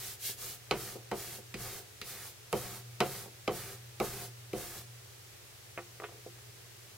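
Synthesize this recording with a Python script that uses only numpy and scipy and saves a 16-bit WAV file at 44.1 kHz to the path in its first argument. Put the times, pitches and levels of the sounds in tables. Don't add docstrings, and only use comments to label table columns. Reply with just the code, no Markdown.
import sys
import numpy as np
from scipy import signal
from scipy.fft import rfft, irfft, next_fast_len
from scipy.io import wavfile

SR = 44100
rng = np.random.default_rng(int(sys.argv[2]) if len(sys.argv) > 2 else 0)


def file_out(sig):
    cols = np.atleast_2d(sig).T
    lim = np.clip(cols, -1, 1)
    pcm = np.round(lim * 32767).astype(np.int16)
    wavfile.write(sys.argv[1], SR, pcm)


N = 307377
TIME = np.arange(N) / SR
RING_TIME = TIME[:SR // 2]

# start and length in seconds, then in dB the relative levels of hiss,
# drag and swish, the hiss's dip at mid-stroke (negative swells) and its change from start to end.
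STROP_STROKES = [ (-0.07, 0.25, -48.5, -58.5, -58.5, -2, 1), (0.184, 0.18, -43.5, -64.5, -70, -4, 0),
                 (0.354, 0.2348, -48, -58, -68, -1.5, -4), (0.724, 0.27, -51, -54.5, -56, -3, -5.5),
                 (1.126, 0.295, -48.5, -56.5, -56.5, 1.5, -4.5), (1.553, 0.29, -49, -53.5, -55, 0.5, -5),
                 (2.026, 0.31, -48.5, -60.5, -54, 4, -5), (2.504, 0.33, -50, -52.5, -57, 0.5, -6),
                 (2.996, 0.295, -51.5, -53.5, -57, -3, -4), (3.494, 0.3, -50.5, -53.5, -54.5, 1, -10.5),
                 (3.986, 0.32, -47.5, -51, -57.5, 3, -5), (4.523, 0.33, -50, -54.5, -58, 1.5, -4.5)]
# time in seconds, relative thump level in dB, contact cut-off
# and low cut in Hz, relative levels of the edge tick and the grit snap in dB.
STICK_KNOCKS = [ (0.290, -47.5, 690, 61, -76, -80), (0.7099, -25.5, 3000, 60, -20.5, -50),
                (0.953, -37.5, 510, 302, -73, -80), (1.1143, -28.5, 1370, 40, -32.5, -37),
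                (1.383, -45, 490, 200, -77, -80), (1.5413, -32.5, 295, 40, -30.5, -50),
                (2.015, -43.5, 394, 40, -30, -33), (2.528, -24, 895, 50, -30, -26),
                (3.0037, -22, 1980, 70, -19.5, -32), (3.255, -43, 502, 201, -68, -80),
                (3.477, -24.5, 1100, 70, -27, -46), (4.0002, -26, 1246, 40, -29.5, -29),
                (4.532, -28, 537, 70, -37.5, -39)]
# time in seconds, relative level in dB, contact cut-off in Hz.
BLADE_CLACKS = [(5.776, -36, 2450), (5.781, -41, 2580), (5.789, -44, 2180), (5.9999, -41, 2000),
                (6.01, -48, 1000), (6.021, -43, 1400), (6.0357, -41, 3460), (6.041, -39, 3300),
                (6.087, -47, 1050), (6.12, -49.5, 925), (6.145, -49.5, 600), (6.18, -52, 504),
                (6.263, -37.5, 656), (6.386, -59, 2850)]

# frequency in Hz, relative level in dB, seconds to die away by 60 dB.
BENCH_MODES = [(51, -15, .22), (71.4, -39, 0.26), (102, -30, .2), (118.4, -16.5, 0.32), (136.7, -11, 0.38),
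               (164, -22, 0.44), (183.2, -20, 0.53), (204.1, -4, 0.24), (225, -7.5, 0.18),
               (317.5, -10, 0.28), (348.8, -4, 0.24), (389.8, 0.5, 0.18), (449, -13, 0.31),
               (501.3, -1, 0.18), (529.6, -11.5, 0.26), (573, -21, 0.22), (711, -4, 0.22), (734, -9, 0.22),
               (789, -6, 0.15), (808, -10, 0.12), (890, 1, 0.052), (937, -8, 0.12), (1086, -7, 0.049),
               (1117, -4.5, 0.11), (1248, 1, 0.067), (1313, -0.5, 0.043), (1500, -6.5, 0.076)]
EDGE_MODES = [(1900, 4, 0.099), (2074, 13, 0.079), (2240, 7, 0.078), (2332, -19, 0.15), (2516, 5, 0.13),
              (2640, -15, 0.11), (2780, 3.5, 0.17), (2859, -8, 0.083), (3060, 6.5, 0.15), (4020, 9, 0.079),
              (4750, 2, 0.084)]
BLADE_MODES = [(193, -18, 0.29), (350, -5, 0.24), (416, 3.5, 0.091), (512, -2, 0.11), (690, 1.5, 0.079),
               (780, -4, 0.11), (990, -8, 0.11), (1165, 3.5, 0.059), (1313, -6, 0.082), (1460, -8, .14),
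               (1850, -2, 0.085), (2066, -6, .11), (2280, -5, 0.058), (2524, 0.5, 0.065),
               (2980, -11, 0.075)]

# frequency in Hz, relative level in dB.
WOOD_COLOUR = [(200, -18), (400, 15.5), (800, 3), (1100, 4), (1500, 0), (1700, -7), (2050, -2.5),
               (2500, -16), (3200, -14), (5000, -22), (9000, -15)]
TICK_COLOUR = [(600, -22), (1300, -5.5), (1750, -6.5), (2050, 1.5), (2500, 2), (3100, -5.5), (4300, -6.5),
               (5500, -10), (8000, -18.5), (15000, -24)]
GRIT_COLOUR = [(400, -65), (1500, -7), (2800, -2), (4100, 1.5), (5000, 1.5), (6500, 1.5), (9000, 1.5),
               (13000, 2), (15800, 0)]
DRAG_COLOUR = [(30, -0.5), (70, 3.5), (160, 7), (270, -5), (400, 6.5), (560, -7.5), (730, -2), (1020, -15),
               (1230, 2.5), (1430, -2.5), (1700, -3.5), (2070, -4.5), (3000, -11), (7000, -10.5)]
CLACK_COLOUR = [(200, -26), (400, 1.5), (1200, -3), (2600, -2.5), (3400, -2), (5000, -15), (9000, -30)]
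WALL_COLOUR = [(100, 23), (500, -2), (3000, -11), (12000, 5.5)]
AIR_COLOUR = [(15, -50), (25, -28.5), (113, -2), (136, -10.5), (173, -15.5), (240, -23.5), (410, -9),
              (509, -15), (804, -17.5), (895, -19.5), (1410, -18), (1750, -17), (3630, -18), (6050, -18.5),
              (15500, -24.5)]

# frequency in Hz, left-right correlation.
CONTACT_STEREO = [(100, 0.65), (300, 0.31), (600, 0.91), (1400, 0.91), (3100, 0.7), (7000, 0.15),
                  (15000, 0.27)]
AIR_STEREO = [(60, 0.59), (130, 0.67), (300, 0.073), (1400, 0.096), (3100, 0.028), (7000, 0.016),
              (15000, 0.16)]
# time in seconds, level in dB.
HUM_LEVELS = [(0, -62), (0.6, -64), (0.75, -55), (1.6, -55), (1.9, -61), (2.45, -63), (2.65, -56),
              (5.0, -55.5), (5.05, -59.5), (6.97, -62)]


def stick_knocks(wood_db, wood_t60, rise_s, tick_t60, tail_db, tail_t60, edge_db, snap_t60):
    out = np.zeros((2, N))
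    for start_s, thump_db, contact_hz, low_cut_hz, tick_db, snap_db in STICK_KNOCKS:
        modes = ring(BENCH_MODES, spread_db=2.0, travel_s=0.006087, scatter=0.21)
        body = modes + from_db(wood_db) * burst(WOOD_COLOUR, wood_t60)
        body *= 1 - np.exp(-RING_TIME / rise_s)
        thump = cut(cut(body, contact_hz, "low"), low_cut_hz, "high")
        tick = burst(TICK_COLOUR, tick_t60) + from_db(tail_db) * burst(TICK_COLOUR, tail_t60)
        tick += from_db(edge_db) * ring(EDGE_MODES, spread_db=7.5)
        tick *= np.minimum(RING_TIME / 0.001, 1)
        snap = burst(GRIT_COLOUR, snap_t60)
        add(out, start_s, from_db(thump_db) * thump + from_db(tick_db) * tick + from_db(snap_db) * snap)
    return out


def hand(bite_s, lift_s, drag_eases_db):
    hiss, drag, hollow, speed = np.zeros((4, N))
    for start_s, length_s, hiss_db, drag_db, swish_db, dip_db, change_db in STROP_STROKES:
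        since_s = TIME - start_s
        along = np.clip(since_s / length_s, 0, 1)
        contact = np.clip(np.minimum(since_s / bite_s, (length_s - since_s) / lift_s), 0, 1)
        pace = np.sin(np.pi * along) ** 2
        hiss += contact * from_db(hiss_db - dip_db * pace ** 2 + change_db * (along - .5))
        drag += contact * from_db(drag_db - drag_eases_db * (along - .5))
        hollow += contact * np.sqrt(pace) * from_db(swish_db)
        speed += pace
    return hiss, drag, hollow, speed


def rubbing(hiss_level, drag_level, hiss_gain_db, drag_gain_db, bench_db, grain_db, judder_db,
            echo_db, echo_s, wander_s):
    hiss = noise(GRIT_COLOUR, CONTACT_STEREO) * hiss_level * from_db(hiss_gain_db + grain_db * drift(900))
    friction = drag_level * from_db(judder_db * drift(110))
    rub = hiss + noise(DRAG_COLOUR, CONTACT_STEREO) * friction * from_db(drag_gain_db)
    lag_s = echo_s + wander_s * drift(5)
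    echo = np.array([np.interp(TIME - lag_s, TIME, side) for side in rub])
    bench = cut(ring(BENCH_MODES, spread_db=2), 150, "high")
    shaken = signal.fftconvolve(friction * rng.standard_normal(N), bench / np.linalg.norm(bench))[:N]
    return rub + from_db(echo_db) * echo + from_db(bench_db) * shaken


def swish(level, speed, gain_db, slow_hz, fast_hz, width_hz, wander):
    centre_hz = (slow_hz + (fast_hz - slow_hz) * speed) * (1 + wander * drift(14))
    low_noise = cut(rng.standard_normal(N), width_hz / 2, "low")
    band = rms_one(low_noise * np.sin(2 * np.pi * np.cumsum(centre_hz) / SR))
    return band * level * from_db(gain_db)


def blade_clacks(crack_db, crack_t60, rattle_db, rattle_t60):
    out = np.zeros((2, N))
    for start_s, level_db, contact_hz in BLADE_CLACKS:
        crack = from_db(crack_db) * burst(CLACK_COLOUR, crack_t60)
        rattle = from_db(rattle_db) * burst(CLACK_COLOUR, rattle_t60)
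        clack = crack + rattle + ring(BLADE_MODES, spread_db=1.0)
        add(out, start_s, from_db(level_db) * cut(clack, contact_hz, "low", order=4))
    return out


def workshop(direct, wet_db, t60, first_s):
    tail = burst(WALL_COLOUR, t60) * np.clip(RING_TIME / first_s - 1, 0, 1)
    tail /= np.sqrt(np.sum(tail ** 2) / 2)
    return direct + from_db(wet_db) * signal.fftconvolve(direct, tail, axes=1)[:, :N]


def mains_hum(mains_hz, lower_hz, lower_db, waver_db):
    hum_db = np.interp(TIME, *np.transpose(HUM_LEVELS))
    mains = from_db(hum_db + waver_db * drift(5.5))
    mains *= np.sin(2 * np.pi * mains_hz * TIME + 0.75 * drift(2.4))
    lower = from_db(lower_db + waver_db * drift(2.18))
    lower *= np.sin(2 * np.pi * lower_hz * TIME + 0.37 * drift(2.8))
    return np.sqrt(2) * (mains + lower)


def room_air(level_db):
    return from_db(level_db) * noise(AIR_COLOUR, AIR_STEREO)


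def ring(modes, spread_db, travel_s=0, scatter=1):
    hz, db, t60 = np.transpose(modes)
    height = from_db(db + spread_db * rng.standard_normal(len(hz)))
    turns = hz[:, None] * (RING_TIME - travel_s) + scatter * rng.standard_normal((len(hz), 1))
    return height @ (np.sin(2 * np.pi * turns) * decay(t60[:, None])) / np.sqrt(np.sum(height ** 2) / 2)


def burst(colour, t60):
    return noise(colour, CONTACT_STEREO, size=len(RING_TIME)) * decay(t60)


def noise(colour, likeness, size=N):
    length = next_fast_len(size)
    hz = np.arange(length // 2 + 1) * SR / length
    mid, side = rfft(rng.standard_normal((2, length)))
    alike = np.clip(at_hz(likeness, hz), -1, 1)
    both = np.sqrt(1 + alike) * mid + np.sqrt(1 - alike) * side * [[1], [-1]]
    return rms_one(irfft(both * from_db(at_hz(colour, hz)), length)[:, :size])


def from_right(x, lag_samples):
    return np.array([np.pad(x[0], (lag_samples, 0))[:N], x[1]])


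def drift(rate):
    knots = rng.standard_normal(N // 16)
    return np.interp(TIME * rate, np.arange(len(knots)), knots)


def decay(t60):
    return np.exp(-np.log(1000) * RING_TIME / t60)


def cut(x, hz, kind, order=2):
    return signal.sosfilt(signal.butter(order, np.clip(hz, 10, SR / 3), kind, fs=SR, output="sos"), x)


def add(out, start_s, sound):
    start = round(start_s * SR)
    out[:, start:start + len(RING_TIME)] += sound[:, :N - start]


def at_hz(points, hz):
    points = np.array(points)
    return np.interp(np.log(hz + 1), np.log(points[:, 0]), points[:, 1])


def from_db(db):
    return 10 ** (np.asarray(db) / 20)


def rms_one(x):
    return x / np.sqrt(np.mean(x ** 2) + 1e-20)


def scene():
    knocks = stick_knocks(wood_db=-3, wood_t60=0.2, rise_s=0.0016, tick_t60=0.02,
                          tail_db=-14.5, tail_t60=0.17, edge_db=-13, snap_t60=0.0063)
    knocks = workshop(knocks, wet_db=-19.0, t60=0.4, first_s=0.0034)
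    hiss_level, drag_level, swish_level, speed = hand(bite_s=0.071, lift_s=0.063, drag_eases_db=9)
    strokes = rubbing(hiss_level, drag_level, hiss_gain_db=4.5, drag_gain_db=2.5, bench_db=-0.5,
                      grain_db=1.0, judder_db=1.5, echo_db=-8.0, echo_s=.0018, wander_s=0.000173)
    strokes += swish(swish_level, speed, gain_db=-2, slow_hz=1105, fast_hz=1957, width_hz=1060, wander=0.08)
    clacks = blade_clacks(crack_db=5.0, crack_t60=0.011, rattle_db=-8.5, rattle_t60=0.17)
    clacks = workshop(clacks, wet_db=-21, t60=0.1, first_s=0.0061)
    bench = from_right(knocks, lag_samples=1) + strokes + from_right(clacks, lag_samples=3)
    room = room_air(level_db=-53.5) + mains_hum(mains_hz=119.4, lower_hz=99.4, lower_db=-67.0, waver_db=3.0)
    return bench * from_db([[-.3], [.3]]) + room


def record(dry):
    return signal.sosfilt(signal.ellip(12, .1, 70, 15820, fs=SR, output="sos"), dry)


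dry = scene()
out = record(dry)
file_out(out)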